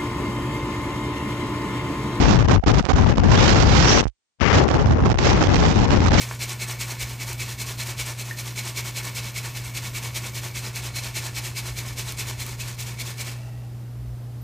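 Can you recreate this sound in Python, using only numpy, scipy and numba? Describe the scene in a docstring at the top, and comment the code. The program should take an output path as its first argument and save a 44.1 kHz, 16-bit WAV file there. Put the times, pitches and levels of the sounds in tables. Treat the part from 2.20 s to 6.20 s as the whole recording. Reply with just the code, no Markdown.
"""Freefall wind tears at a helmet camera: heavy rumble on the left, a leaner roar and hiss on the right.
Each port shapes its own noise into three flickering bands; part of the rumble is common to both.
Pressure surges press a capsule against its end stop, so the roar crackles, breaks up or falls silent.
Pinned capsules flick and jolt, and the right port hums in short puffs like a blown bottle.
The left port whistles upward once as the head turns: noise through a climbing band-pass."""
import sys
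import numpy as np
from scipy import signal
from scipy.fft import rfft, irfft
from scipy.io import wavfile
from scipy.ndimage import uniform_filter1d, minimum_filter1d
from numba import njit

SR = 44100
rng = np.random.default_rng(int(sys.argv[2]) if len(sys.argv) > 2 else 0)


def generate_wav(signal):
    """Clip the signal to [-1, 1] and save it as 16-bit WAV at the path in sys.argv[1]."""
    frames = np.transpose(np.atleast_2d(signal))
    scaled = np.clip(frames, -1, 1) * 32767
    pcm = np.round(scaled).astype(np.int16)
    wavfile.write(sys.argv[1], SR, pcm)


N = 176400

# Wind in each port before flicker and end stop; positive pressure pushes onto the stop:
# [t/s, rumble level/dB, roar level/dB, hiss level/dB, steady pressure/wind rms]
LEFT_WIND = [(0, -11, -21.5, -33, -3), (0.2, -7.5, -22.5, -31, -1), (0.36, -8.5, -21, -31.5, -1.5),
             (0.5, -11, -21, -36, -2.5), (0.6, -8.5, -27.5, -29.5, -0.5), (0.76, -10.5, -20.5, -32.5, -2.5),
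             (0.95, -11, -22.5, -30, -1.5), (1.101, -5.5, -21, -29, -3.5), (1.25, -10.5, -16, -24.5, -2.5),
             (1.5, -9.5, -21.5, -33, -3.5), (1.65, -13.5, -18.5, -29.5, -4), (1.78, -14, -12.5, -27.5, -2),
             (2.22, -18, -20, -19.5, -2.5), (2.32, -15, -17.5, -17.5, -4), (2.421, -15, -12.5, -27.5, -2),
             (2.5, -25, -24.5, -40.5, -3), (2.58, -12.5, -14, -26.5, -1.5), (2.68, -14, -28, -41, -1.5),
             (2.78, -10, -17.5, -31.5, 0), (2.9, -16.5, -25.5, -35.5, -2), (3.02, -21, -23, -37, -2.5),
             (3.1, -14.5, -14, -24, -3), (3.2, -14.5, -19, -28, -2.5), (3.5, -14, -22.5, -33.5, -2.5),
             (3.75, -13.0, -21.5, -31, -2), (4, -7.5, -17, -26, -0.5)]
RIGHT_WIND = [(0, -31, -17.5, -23, -1), (0.148, -22, -14, -21, -2.1), (0.22, -27, -21.5, -32, -0.1),
              (0.32, -18, -10, -21, -0.28), (0.52, -24.5, -15.5, -22, -0.4), (0.71, -21, -10.5, -21, -0.95),
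              (0.85, -23.5, -15.5, -25.5, -0.25), (1.08, -23.5, -17.5, -28.5, -0.7),
              (1.248, -29, -18, -17.5, -3.5), (1.45, -22, -18, -25, -2.3), (1.6, -16.5, -15, -16, -3),
              (1.78, -37, -18, -16.5, -1.02), (2.36, -16.5, -16.5, -20.5, -2), (2.5, -19, -17, -30, 0.45),
              (2.65, -15, -17, -28.5, -0.57), (2.8, -8.5, -19, -37.5, 0.24), (2.9, -12.5, -14, -26, 0.43),
              (3.02, -17.5, -26, -26.5, -1), (3.051, -17, -21.5, -19, -1.4),
              (3.11, -21.5, -23, -19.5, -1.9), (3.14, -20, -20, -28, -1.9), (3.3, -16.5, -17.5, -24, -0.5),
              (3.45, -14.5, -15, -19.5, -0.46), (3.6, -21.5, -18.5, -25, -1.1),
              (3.8, -17.5, -17, -23.5, 0.1), (3.92, -16.5, -16.5, -25, -0.17), (4, -19, -29, -20.5, -1.1)]
# Spectral tilt of the turbulence, relative within each band: [f/Hz, density level/dB]
LEFT_COLOUR = [(40, 8.5), (70, 4), (110, 4), (220, 0.9), (450, -4.5), (1000, -13.5), (2200, -24),
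               (4000, -39), (5500, -42.5), (7000, -43.5), (9000, -59.5)]
RIGHT_COLOUR = [(40, -10.5), (70, 2), (110, 4), (220, -8), (450, -17), (1000, -18.5), (2200, -22.5),
                (4000, -26), (5500, -28), (7000, -31.5), (9000, -52.5)]
# Surges that press a capsule onto its stop: [start t/s, end t/s, full pressure/wind rms]
LEFT_SURGES = [(0.263, 0.294, 1.85), (0.385, .463, 6.5), (0.616, 0.733, 5.8), (0.63, 0.695, 25.),
               (0.944, 0.974, 2.5), (1.805, 2.215, 3.48), (1.84, 2.195, 6.6), (1.852, 2.186, 60.),
               (2.93, 2.941, 2.7), (2.956, 2.976, 4.2), (3.852, 3.872, 2.1)]
RIGHT_SURGES = [(0.16, 0.189, 1.7), (0.232, 0.243, 4), (0.26, 0.283, 8.1), (0.365, 0.461, 5.9),
                (0.52, 0.538, 5.6), (0.603, 0.687, 3.5), (0.723, 0.73, 6), (0.737, 0.756, 3.1),
                (0.885, 0.955, 0.64), (0.93, 0.951, 4.5), (0.966, 0.971, 2.6), (0.984, 0.993, 4.8),
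                (1.003, 1.035, 5.9), (1.814, 2.328, 2.25), (1.849, 2.328, 3.4), (1.903, 2.315, 41),
                (2.44, 2.471, 2.7), (2.574, 2.589, 3.4), (2.641, 2.657, 5), (2.751, 2.77, 3.7),
                (2.835, 2.845, 3.9), (2.931, 2.942, 3.1), (2.951, 2.981, 7.6), (2.998, 3.012, 1.5),
                (3.127, 3.144, 1.7), (3.278, 3.289, 2.4), (3.66, 3.671, 3.3), (3.752, 3.757, 2.8),
                (3.89, 3.9, 2.5)]
# Spikes as a pinned capsule flicks off its stop and back: [t/s, depth/full scale before the mic filters]
LEFT_FLICKS = [(.7208, 0.37), (2.9747, 0.42)]
RIGHT_FLICKS = [(.2253, 0.75), (.4392, 0.41), (.4406, 0.43), (.647, 0.25), (.662, 0.56), (.6676, .55),
                (.6735, 0.16), (.683, 0.19), (.6907, 0.59), (.926, 0.52), (1.8379, 0.29), (1.8389, 0.19),
                (2.9272, 0.29), (2.9434, 0.57), (2.9463, 0.31), (2.9577, 0.37)]
# Steps as a pinned capsule slips: [t/s, step/full scale before the mic filters]
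LEFT_JOLTS = [(.396, 0.2), (1.829, 0.16)]
RIGHT_JOLTS = [(.247, 0.23), (.437, 0.35), (.642, 0.3), (1.855, 0.53), (1.868, -0.31)]
# Bottle-like hums at the right port: [middle t/s, size/full scale before the mic filters]
PUFFS = [(.431, 0.081), (.631, 0.053), (1.031, .12)]
# Edge tone at the left port, ahead of its end stop: [t/s, f/Hz, width/Hz, level/dB]
WHISTLE = [(1.08, 2490, 300, -59), (1.13, 2755, 299, -40), (1.2, 3630, 300, -28), (1.35, 4300, 300, -37.5),
           (1.6, 5370, 1097, -40.5), (1.7, 5600, 1040, -23), (1.8, 6000, 780, -31),
           (1.85, 5980, 900, -63.5)]
# Camera tone colour, a wind-filter step near 700 Hz and capsule peaks:
# [f/Hz, width/Hz, left level/dB, right level/dB]
MIC_BUMPS = [(656, 120, -3.5, -2), (804, 160, 3, 3), (2870, 430, 3.5, 0.5), (5540, 1400, 7.5, 2)]
# Slow flicker per unit of random swing, a row per port: [rumble level/dB, roar level/dB, hiss level/dB]
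FLICKER_DB = ((1.101, 1.5, 1.4), (0.75, 1.8, 1.65))
# Lift per unit of bursting eddy, none in the rumble, a row per port:
# [rumble level/dB, roar level/dB, hiss level/dB]
SNAP_DB = ((0, 4.2, 4.6), (0, 4.7, 4.64))

# Pairs are left, right.
RUMBLE_TOP_HZ, HISS_FROM_HZ = 245, 1290
RUMBLE_ALIKE = 0.38  # share of the rumble's noise power common to both ports
FLICKER_PER_S = (37, 45.)
EDDY_PER_S, EDDY_DB = 250., (3, 2)  # quick grain in roar and hiss
SNAP_PER_S, SNAP_S = (45., 70), 0.0045  # average rate, fade time constant
BUFFET_PER_S, BUFFET = (45, 45.), (.25, 0.39)  # random pressure swings, spread in wind rms
SURGE_RISE_S, SURGE_FALL_S = 0.0096, 0.0027
KNEE = (.45, .42)  # softness of the end stop in wind rms
FLICK_S, JOLT_S = .00017, .00025
PUFF_HZ, PUFF_S = 710, 0.0052  # PUFF_S runs from the middle to either end
LOW_CUT_HZ, LOW_CUT_Q = 51.6, 1.13
ROLL_OFF_HZ, ROLL_OFF_ORDER = (6800, 8060), 4
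CEILING, LIMIT_S = .68, .004  # limiter ceiling in full scale, gain smoothing time
SELF_NOISE_DB = -79  # ahead of the final cut
TOP_HZ = 8800


def undb(db):
    """Turns a level in dB into the amplitude gain that carries it."""
    return 10 ** (np.asarray(db) / 20)


def column(table, index):
    """Draws a column of a time table as straight-line automation, one value per sample."""
    rows = np.array(table, float)
    return np.interp(np.arange(N) / SR, rows[:, 0], rows[:, index])


def walk(rate):
    """Random levels held for 1 / rate s and slewed twice over that time, with spread 1."""
    step = (np.arange(N) / SR * rate).astype(int)
    held = rng.standard_normal(4000)[step]
    hold = max(int(SR / rate), 1)
    smooth = uniform_filter1d(uniform_filter1d(held, hold), hold)
    return smooth / smooth.std()


def snaps(rate):
    """Eddies that burst at random: an instant rise, then an exponential fade, about a mean near 0."""
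    when, chance = rng.random((N, 2)).T
    size = -np.log(1 - chance)  # many small bursts, few large ones
    fade = np.exp(-1 / (SNAP_S * SR))
    bursts = signal.lfilter([1], [1, -fade], (when < rate / SR) * size)
    return np.minimum(bursts, 1.8) - bursts.mean()


def band(noise, colour, lo_hz, hi_hz):
    """Turbulence of one eddy-size range: coloured noise between two soft edges, rms 1."""
    f = np.maximum(np.arange(N // 2 + 1) * SR / N, 1)
    rows = np.array(colour, float)
    tilt = undb(np.interp(np.log(f), np.log(rows[:, 0]), rows[:, 1]))
    edges = np.sqrt((1 + (lo_hz / f) ** 6) * (1 + (f / hi_hz) ** 6))
    shaped = irfft(rfft(noise) * tilt / edges, N)
    return shaped / shaped.std()


def turbulence(side, levels, colour, common):
    """All three bands share gusts; roar and hiss also share bursts and fast grain."""
    own = rng.standard_normal((3, N))
    gust, eddy = walk(FLICKER_PER_S[side]), walk(EDDY_PER_S)
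    burst = snaps(SNAP_PER_S[side])
    low = np.sqrt(RUMBLE_ALIKE) * common + np.sqrt(1 - RUMBLE_ALIKE) * own[0]
    bands = (band(low, colour, 1.0, RUMBLE_TOP_HZ),
             band(own[1], colour, RUMBLE_TOP_HZ, HISS_FROM_HZ),
             band(own[2], colour, HISS_FROM_HZ, SR))
    air = np.zeros(N)
    for k, noise in enumerate(bands):
        swing_db = FLICKER_DB[side][k] * gust + SNAP_DB[side][k] * burst
        if k > 0:  # the rumble has no fast grain
            swing_db = swing_db + EDDY_DB[side] * eddy
        air += noise * levels[k] * undb(swing_db)
    return air


def surges(table):
    """Pressure ramps up, holds and lets go abruptly; overlapping surges add."""
    t = np.arange(N) / SR
    pressure = np.zeros(N)
    for start, end, size in table:
        rise = (t - start) / SURGE_RISE_S + 0.35
        fall = (end - t) / SURGE_FALL_S + .5
        pressure += size * np.clip(np.minimum(rise, fall), 0, 1)
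    return pressure


def port(side, wind, colour, pinned, common, extra):
    """Air and pressure move a capsule whose soft end stop flattens travel on one side."""
    levels = [undb(column(wind, index=k)) for k in (1, 2, 3)]
    air = extra + turbulence(side, levels, colour, common)
    rms = np.sqrt(sum(level ** 2 for level in levels))
    push = column(wind, index=4) + BUFFET[side] * walk(BUFFET_PER_S[side]) + surges(pinned)
    travel = .5 * (air + push * rms)
    # free travel passes at full gain; travel into the stop tends to zero
    return travel - np.sqrt(travel ** 2 + (KNEE[side] * rms) ** 2)


def flicks(table):
    """A capsule leaves its stop and returns: narrow negative spikes with exponential flanks."""
    t = np.arange(N) / SR
    return sum(-size * np.exp(-abs(t - s) / FLICK_S) for s, size in table)


def jolts(table):
    """A diaphragm slips to a new rest position: very short ramps that stay where they land."""
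    t = np.arange(N) / SR
    return sum(size * np.clip((t - s) / JOLT_S, 0, 1) for s, size in table)


def puffs():
    """The port cavity hums like a blown bottle: a few sine cycles under a rounded envelope."""
    t = np.arange(N) / SR
    hum = np.zeros(N)
    for middle, size in PUFFS:
        envelope = np.cos(np.pi / 2 * np.clip((t - middle) / PUFF_S, -1, 1))
        hum += size * envelope * np.sin(2 * np.pi * PUFF_HZ * (t - middle))
    return hum


@njit
def svf(x, hz, width):
    """State-variable band-pass whose centre and width move, gain 1 at the centre."""
    y, b, l = np.empty(len(x)), 0., 0.  # b and l: band and low integrator states
    for i in range(len(x)):
        g, k = np.tan(np.pi * hz[i] / SR), width[i] / hz[i]
        v = (b + g * (x[i] - l)) / (1 + g * (g + k))
        b, l, y[i] = 2 * v - b, l + 2 * g * v, k * v
    return y


def whistle():
    """A breathy edge tone: noise through two moving resonances that climb and broaden."""
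    hz, width = column(WHISTLE, index=1), column(WHISTLE, index=2)
    tone = svf(svf(rng.standard_normal(N), hz, width), hz, width)
    even = np.sqrt(2 * SR / (np.pi * width))  # keeps loudness steady as the width moves
    return tone * even * undb(column(WHISTLE, index=3))


def scene():
    """Two wind-blown ports that share part of the rumble, each with its capsule's slips."""
    common = rng.standard_normal(N)
    left = port(0, LEFT_WIND, LEFT_COLOUR, LEFT_SURGES, common, whistle())
    left = left + flicks(LEFT_FLICKS) + jolts(LEFT_JOLTS)
    right = port(1, RIGHT_WIND, RIGHT_COLOUR, RIGHT_SURGES, common, 0)
    right = right + flicks(RIGHT_FLICKS) + jolts(RIGHT_JOLTS) + puffs()
    return np.array([left, right])


def low_cut(x):
    """Two identical resonant high-passes, so steps ring as they die away."""
    w = np.tan(np.pi * LOW_CUT_HZ / SR)
    b = [1, -2, 1]
    a = [1 + w / LOW_CUT_Q + w * w, 2 * (w * w - 1), 1 - w / LOW_CUT_Q + w * w]
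    return signal.lfilter(b, a, signal.lfilter(b, a, x))


def bump(x, hz, width_hz, *db):
    """Raises or lowers a band, by its own amount in each channel."""
    in_band = signal.lfilter(*signal.iirpeak(hz, hz / width_hz, fs=SR), x)
    return x + (undb(db)[:, None] - 1) * in_band


def roll_off(x, hz):
    """A low-pass that dulls the top of one microphone."""
    return signal.sosfilt(signal.butter(ROLL_OFF_ORDER, hz, fs=SR, output="sos"), x)


def limit(x):
    """A peak limiter: each channel's gain dips around its peaks and is smoothed."""
    k = int(LIMIT_S * SR)
    gain = CEILING / np.maximum(abs(x), CEILING)
    return x * uniform_filter1d(minimum_filter1d(gain, 2 * k), k)


def record(dry):
    """Low cut, camera tone colour, dull top, peak limiter, faint self-noise and a steep final cut."""
    x = low_cut(dry - dry[:, :1])  # start from rest, without a thump
    for row in MIC_BUMPS:
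        x = bump(x, *row)
    x = np.array([roll_off(channel, hz) for hz, channel in zip(ROLL_OFF_HZ, x)])
    x = limit(x)
    x = x + undb(SELF_NOISE_DB) * rng.standard_normal(x.shape)
    return signal.sosfilt(signal.ellip(8, .2, 50, TOP_HZ, fs=SR, output="sos"), x)


dry = scene()
out = record(dry)
generate_wav(out)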